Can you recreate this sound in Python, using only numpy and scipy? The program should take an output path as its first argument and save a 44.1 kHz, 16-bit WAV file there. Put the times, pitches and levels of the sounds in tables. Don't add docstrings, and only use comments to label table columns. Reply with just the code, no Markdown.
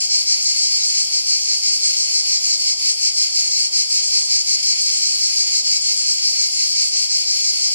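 import sys
import numpy as np
from scipy import signal
from scipy.fft import rfft, irfft, next_fast_len
from scipy.io import wavfile
from scipy.ndimage import uniform_filter1d, minimum_filter1d

SR = 44100
rng = np.random.default_rng(int(sys.argv[2]) if len(sys.argv) > 2 else 0)


def inscribe(sig):
    pcm = np.round(np.clip(np.atleast_2d(sig).T, -1, 1) * 32767)
    wavfile.write(sys.argv[1], SR, pcm.astype(np.int16))


N = 341543
TIME = np.arange(N) / SR

# t/s (middle of the chirp), relative level/dB
SLOW_CHIRPS = [(-0.033, 0.1), (0.137, 0.3), (0.308, -0.1), (0.491, -0.2), (0.655, 0.8), (0.829, -0.1),
               (0.989, -0.0), (1.174, -4), (1.332, -2.1), (1.526, -0.7), (1.669, -1.8), (1.85, -1.4),
               (2.006, -1.1), (2.177, -0.8), (2.358, -0.8), (2.53, 1.0), (2.7, 1.0), (2.878, -0.7),
               (3.068, -1.0), (3.215, -1.6), (3.387, -0.8), (3.545, -0.2), (3.791, -0.5), (3.964, 0.6),
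               (4.159, 0.8), (4.335, 0.4), (4.52, 0.5), (4.701, 0.5), (4.882, -0.1), (5.048, 1.2),
               (5.235, -1.2), (5.405, 0.4), (5.576, 1.4), (5.753, 1.1), (5.917, -0.5), (6.096, -1.2),
               (6.263, -1), (6.436, -1.2), (6.62, 0.6), (6.8, 0.4), (6.959, -0.1), (7.135, 0.1),
               (7.3, -1.1), (7.485, 0.4), (7.657, 0.4), (7.816, 0.0)]
QUICK_CHIRPS = [(-0.115, 0.0), (0.036, 0.4), (0.185, 0.4), (0.322, 1.1), (0.469, 1.3), (0.616, 1.6),
                (0.749, -1.5), (0.889, 0.3), (1.024, 0.6), (1.164, -0.8), (1.312, 1.2), (1.442, -1.5),
                (1.595, -3), (1.742, 1.2), (1.878, 2.0), (2.025, 1.4), (2.185, 0.7), (2.328, 1.0),
                (2.483, -0.3), (2.618, -1.8), (2.76, -6), (2.92, -0.4), (3.052, 1.1), (3.187, 0.7),
                (3.365, -4), (3.496, -0.7), (3.632, 1.1), (3.785, -0.3), (3.945, 0.0), (4.07, 1),
                (4.231, 0.0), (4.395, 0), (4.51, 0.6), (4.685, -0.7), (4.837, -0.9), (4.958, 0.7),
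                (5.13, -0.1), (5.265, -0.3), (5.405, -1.1), (5.57, -0.8), (5.692, -0.9), (5.86, -1.5),
                (6.009, 0.2), (6.134, 0.5), (6.305, -0.1), (6.418, -0.8), (6.558, -0.9), (6.716, -1.3),
                (6.865, -1.2), (7.031, -0.7), (7.175, -1.8), (7.327, -1.6), (7.477, -1.3), (7.618, -1.2),
                (7.776, -0.2)]
SHRILL_CHIRPS = [(-0.137, 0.0), (-0.0, -0.2), (0.175, -0.5), (0.362, -0.5), (0.56, 0.5), (0.749, -0.2),
                 (0.965, 0.8), (1.163, -1.5), (1.341, 0.0), (1.518, 0.4), (1.701, 0.9), (1.914, 0.8),
                 (2.1, -0.2), (2.295, 0.2), (2.486, -0.9), (2.654, -0.8), (2.87, 1.0), (3.075, -0.5),
                 (3.242, 0.3), (3.438, 0.2), (3.624, 0.8), (3.805, -0.5), (4.001, -0.2), (4.183, -0.3),
                 (4.352, -0.6), (4.562, -0.2), (4.761, 1.2), (4.938, -0.0), (5.132, 0.4), (5.307, 0.6),
                 (5.505, 0.0), (5.709, -0.2), (5.887, -0.2), (6.047, -1.0), (6.227, -0.9), (6.381, -0.2),
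                 (6.622, 0.6), (6.823, -0.0), (6.999, 0.3), (7.191, -1.1), (7.395, -0.4), (7.586, -0.8),
                 (7.785, 0.7)]
THIN_CHIRPS = [(-0.134, 0.0), (0.039, -0.9), (0.216, -0.6), (0.398, -0.3), (0.572, -0.5), (0.736, -0.7),
               (0.885, -0.5), (1.071, -0.5), (1.253, -0.4), (1.418, -0.7), (1.606, -0.9), (1.777, 0.4),
               (1.942, -0.1), (2.138, 0.5), (2.285, -0.3), (2.453, -0.2), (2.667, -0.9), (2.845, 0.2),
               (3.013, 0.7), (3.227, 0.1), (3.397, 1.1), (3.593, -0.0), (3.778, 0.6), (3.94, 0.9),
               (4.128, 0.1), (4.313, 0.1), (4.482, 0.6), (4.663, -0.5), (4.856, -0.3), (5.026, 0.6),
               (5.191, 0.5), (5.346, -0.0), (5.565, -0.5), (5.743, -0.3), (5.933, -0.4), (6.121, -0.2),
               (6.304, 0.3), (6.511, 1.0), (6.678, 0.5), (6.864, 0.5), (7.027, -0.1), (7.216, -0.3),
               (7.371, 0.8), (7.545, 0.2), (7.729, 0.3), (7.894, -0.0)]
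# f/Hz, relative level/dB
SLOW_BODY = [(700, -61), (1750, -29.5), (2170, -12.5), (3150, -26), (3680, -40), (3950, -8), (4350, -3),
             (5150, 0.5), (5800, -4), (6300, -6), (7400, -6), (8500, -17), (9200, -25.5), (11000, -44.5),
             (15500, -32.5)]
QUICK_BODY = [(400, -58), (1700, -25), (2330, -13), (3700, -21), (4390, 12.5), (5510, 8), (6550, 7),
              (6890, 7.5), (8100, 7), (8800, -46), (10420, -9), (11540, -31), (12830, -19), (13610, -24),
              (15590, -28)]
SHRILL_BODY = [(400, -56), (1720, -21), (2200, -9), (3000, -13), (3700, -21.5), (4300, 2), (4580, -3.5),
               (5000, -5.5), (5400, -1.5), (6050, -7.5), (6800, -0.5), (8600, -16.5), (9300, -10),
               (11500, -49), (15500, -51)]
THIN_BODY = [(1300, -75), (1900, -22), (2500, -11), (3700, -20), (4570, 5), (6550, -8), (6800, -4),
             (10340, -18.5), (10940, -11), (11370, -23.5), (11970, -19), (12580, -21), (13870, -28),
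             (15590, -66)]
FAR_BODY = [(400, -82), (1700, -28.5), (2230, -10.5), (2650, -24.5), (3150, -10.5), (3700, -18),
            (4050, -16.5), (4750, 4), (5450, 1.5), (6300, -12.5), (6950, 0.5), (8400, -18), (10900, -20.5),
            (11800, -31.5), (12600, -22.5), (13600, -53), (15500, -47)]
# f/Hz, width/Hz, level/dB
SHRILL_WHISTLES = [(4376, 70, -30), (4584, 70, -30), (4715, 110, -35), (5250, 380, -31)]
QUICK_WHISTLES = [(7255, 220, -37), (8480, 330, -39.5), (9350, 240, -47.5)]
THIN_WHISTLES = [(10520, 70, -57), (10950, 140, -51), (12592, 150, -55.5), (13390, 60, -65)]
# f/Hz, relative level/dB
WASH = [(30, -17), (60, -17), (100, -10), (170, -11), (300, -2.5), (400, 4.5), (480, 7.5), (620, 9),
        (800, 8.5), (1000, 5.5), (1600, 1), (3000, -1), (12000, -20)]
# t/s, level/dB
LOW_NOISE = [(0, -66), (.8, -70), (1.8, -67), (2.4, -62.5), (3.5, -60), (4.5, -70.5), (7.7, -68)]
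# t/s, level/dB
RUMBLE = [(0, -68), (.7, -68), (1.3, -72), (1.9, -74), (2.5, -80), (4, -80), (7.7, -90)]
# f/Hz, relative level/dB
LOW_NOISE_TONE = [(8, -28), (45, -26), (95, 8), (160, 11), (260, -6.5), (500, -29), (2000, -80)]
RUMBLE_TONE = [(8, 6), (25, -12), (55, -7), (90, -11), (200, -40), (600, -90)]
# f/Hz, level/dB
CENTRE = [(30, 2.5), (110, -14), (200, -22.5), (290, -31.5), (650, -15), (1000, -23), (1500, -50.5),
          (2150, -6.5), (4500, -6), (7000, -10.5), (11000, -7), (15000, -10)]
# f/Hz, level/dB
TREBLE_LEAN = [(1200, -80), (2500, -49), (4500, -22.5)]

LEAD_S = .007
BUILD_S = 0.00097
WHISTLE_WANDER_HZ = 14
UNEVEN_DB, UNEVEN_PER_S = 11, 20
HUM_HZ, HUM_DB = 750, -68.5
LIMIT_PEAK, LIMIT_S = .75, .006
EDGE_HZ = 15750


def amp(db):
    return 10 ** (np.asarray(db) / 20)


def unit(x):
    return x / np.sqrt(np.mean(x ** 2) + 1e-20)


def colour(x, points):
    size = next_fast_len(N + 4096)
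    hz, db = np.transpose(points)
    log_hz = np.log(np.fft.rfftfreq(size, 1 / SR) + 1)
    gain = amp(np.interp(log_hz, np.log(hz), db))
    return irfft(rfft(x, size) * gain, size)[..., :N]


def drift(per_s):
    knots = rng.standard_normal(4096)
    path = np.interp(TIME * per_s, np.arange(len(knots)), knots)
    return unit(uniform_filter1d(path, int(SR / per_s / 2) + 1))


def effort(chirps, duty, swell_db):
    times, db = np.transpose(chirps)
    beat = np.interp(TIME + LEAD_S, times, np.arange(len(times)))
    nearest = np.round(beat).astype(int)
    db = np.pad(db, 1, "edge")
    power = np.zeros(N)
    for k in (nearest - 1, nearest, nearest + 1):
        late = beat - k
        shape = amp(swell_db * late) * np.exp(-(2 * late / duty) ** 4)
        power += (amp(db[k + 1]) * shape) ** 2
    return np.sqrt(power)


def tymbals(force, click_hz, waver, weak_share, jitter_s, uneven_db, sag):
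    rate = click_hz * (1 + sag * (np.minimum(force, 1) - 1) + waver * drift(14))
    at = np.flatnonzero(np.diff(np.floor(np.cumsum(rate) / SR)) > 0)
    chance = rng.standard_normal((4000, 2))[:len(at)]
    turn = np.where(np.arange(len(at)) % 2, weak_share, 1)
    size = force[at] * amp(uneven_db * chance[:, 0]) * turn
    jitter = (jitter_s * SR * chance[:, 1]).astype(int)
    return np.bincount(np.clip(at + jitter, 0, N - 1), size, N)


def scatter(clicks, t60, count=12):
    t = np.arange(int(min(t60, .5) * SR) + 8) / SR
    tails = rng.standard_normal((count, 2, SR // 2 + 8))[..., :len(t)] * amp(-60 * t / t60)
    tails = tails * (1 - np.exp(-t / BUILD_S))
    tails /= np.linalg.norm(tails, axis=2, keepdims=True)
    path = (TIME * count + 2 * rng.random(N)).astype(int) % count
    out = np.zeros((2, N + len(t)))
    for i in np.flatnonzero(clicks):
        out[:, i:i + len(t)] += clicks[i] * tails[path[i]]
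    return out[:, :N]


def near_cicada(clicks, body, level_db, ring_t60, leaves_db, leaves_t60, wood_db, wood_t60):
    ring = scatter(clicks, ring_t60)[0] * np.array([[1], [-1]])
    leaves = amp(leaves_db) * scatter(clicks, leaves_t60)
    wood = amp(wood_db) * scatter(clicks, wood_t60)
    return amp(level_db) * unit(colour(ring + leaves + wood, body))


def whistles(table, force, steady_share):
    out = np.zeros((2, N))
    for hz, width, db in table:
        pole = np.exp(-np.pi * width / SR)
        turn = np.exp(2j * np.pi * np.cumsum(hz + WHISTLE_WANDER_HZ * drift(3)) / SR)
        blur = signal.lfilter([1], np.poly([pole, pole]), rng.standard_normal((2, 2, N)))
        out += amp(db) * unit(((blur[0] + 1j * blur[1]) * turn).real)
    return out * unit(steady_share + force)


def far_cicadas(level_db, chirps_per_s, depth_db, count=4):
    clicks = np.zeros(N)
    for tempo, pitch, start in rng.uniform(-1, 1, (count, 3)):
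        beat = np.cumsum(chirps_per_s * (1 + .25 * tempo + .06 * drift(2))) / SR + start
        force = amp(depth_db * (np.sin(2 * np.pi * beat) - 1))
        clicks += tymbals(force, 210 * (1 + .12 * pitch), waver=.02, weak_share=0.33,
                          jitter_s=.0003, uneven_db=5.0, sag=.05)
    return amp(level_db) * unit(colour(scatter(clicks, t60=0.13), FAR_BODY))


def wash(level_db, swell_db=.4, band_db=1.1):
    hz = np.fft.rfftfreq(N, 1 / SR)
    place = np.clip(2 * np.log2((hz + 1) / 250), 0, 6)
    noise = rfft(rng.standard_normal((2, N)))
    air = np.zeros((2, N))
    for k in range(7):
        band = irfft(noise * np.maximum(1 - abs(place - k), 0), N)
        air += band * amp(band_db * drift(16))
    return amp(level_db + swell_db * drift(3.49)) * unit(colour(air, WASH))


def camera_rumble():
    rumble = unit(colour(rng.standard_normal(N), RUMBLE_TONE))
    return amp(np.interp(TIME, *np.transpose(RUMBLE))) * rumble


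def low_noise():
    uneven = amp(UNEVEN_DB * np.tanh(drift(UNEVEN_PER_S)))
    noise = unit(colour(rng.standard_normal(N) * uneven, LOW_NOISE_TONE))
    return amp(np.interp(TIME, *np.transpose(LOW_NOISE))) * noise


def scene():
    slow_force = effort(SLOW_CHIRPS, duty=.52, swell_db=4.0)
    quick_force = effort(QUICK_CHIRPS, duty=.68, swell_db=-1.0)
    shrill_force = effort(SHRILL_CHIRPS, duty=.72, swell_db=-.4)
    thin_force = effort(THIN_CHIRPS, duty=0.73, swell_db=0.78)

    slow = tymbals(slow_force, click_hz=212, waver=.025, weak_share=0.78,
                   jitter_s=.00014, uneven_db=0.7, sag=.1)
    quick = tymbals(quick_force, click_hz=221.1, waver=.025, weak_share=1.0,
                    jitter_s=.00014, uneven_db=1.0, sag=.05)
    shrill = tymbals(shrill_force, click_hz=207.4, waver=.008, weak_share=1.0,
                     jitter_s=.00012, uneven_db=-0.3, sag=.05)
    thin = tymbals(thin_force, click_hz=301.5, waver=.02, weak_share=0.32,
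                   jitter_s=.00016, uneven_db=-1.0, sag=.05)

    out = near_cicada(slow, SLOW_BODY, level_db=-21.1, ring_t60=0.015,
                      leaves_db=0, leaves_t60=0.04, wood_db=-16, wood_t60=0.6)
    out += near_cicada(quick, QUICK_BODY, level_db=-22.5, ring_t60=0.0029,
                       leaves_db=-3.0, leaves_t60=0.029, wood_db=-6.0, wood_t60=0.52)
    out += near_cicada(shrill, SHRILL_BODY, level_db=-25.0, ring_t60=0.022,
                       leaves_db=1.5, leaves_t60=0.078, wood_db=-38.0, wood_t60=0.32)
    out += near_cicada(thin, THIN_BODY, level_db=-27.0, ring_t60=0.0037,
                       leaves_db=21.0, leaves_t60=0.065, wood_db=-10, wood_t60=0.42)

    out += whistles(SHRILL_WHISTLES, shrill_force, steady_share=.3)
    out += whistles(QUICK_WHISTLES, quick_force, steady_share=.25)
    out += whistles(THIN_WHISTLES, thin_force, steady_share=.15)
    out += far_cicadas(level_db=-23.0, chirps_per_s=6.3, depth_db=1.88)
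    return out + wash(level_db=-40.5) + camera_rumble() + low_noise()


def centre_hum():
    phase = 2 * np.pi * np.cumsum(HUM_HZ + 3 * drift(24)) / SR
    return amp(HUM_DB) * unit(np.sin(phase) * amp(2.0 * drift(9.7)))


def limit(x):
    size = int(LIMIT_S * SR) | 1
    gain = minimum_filter1d(LIMIT_PEAK / np.maximum(abs(x).max(0), LIMIT_PEAK), 2 * size)
    return x * uniform_filter1d(uniform_filter1d(gain, size), size)


def record(dry):
    side = (dry[0] - dry[1]) / 2
    mid = colour(dry.mean(0), CENTRE) + centre_hum()
    mid += colour(side, TREBLE_LEAN)
    wide = limit(np.array([mid + side, mid - side]))
    lowpass = signal.firwin(1023, EDGE_HZ, window=("kaiser", 9), fs=SR)
    return signal.oaconvolve(wide, lowpass[None], "same", axes=1)


dry = scene()
out = record(dry)
inscribe(out)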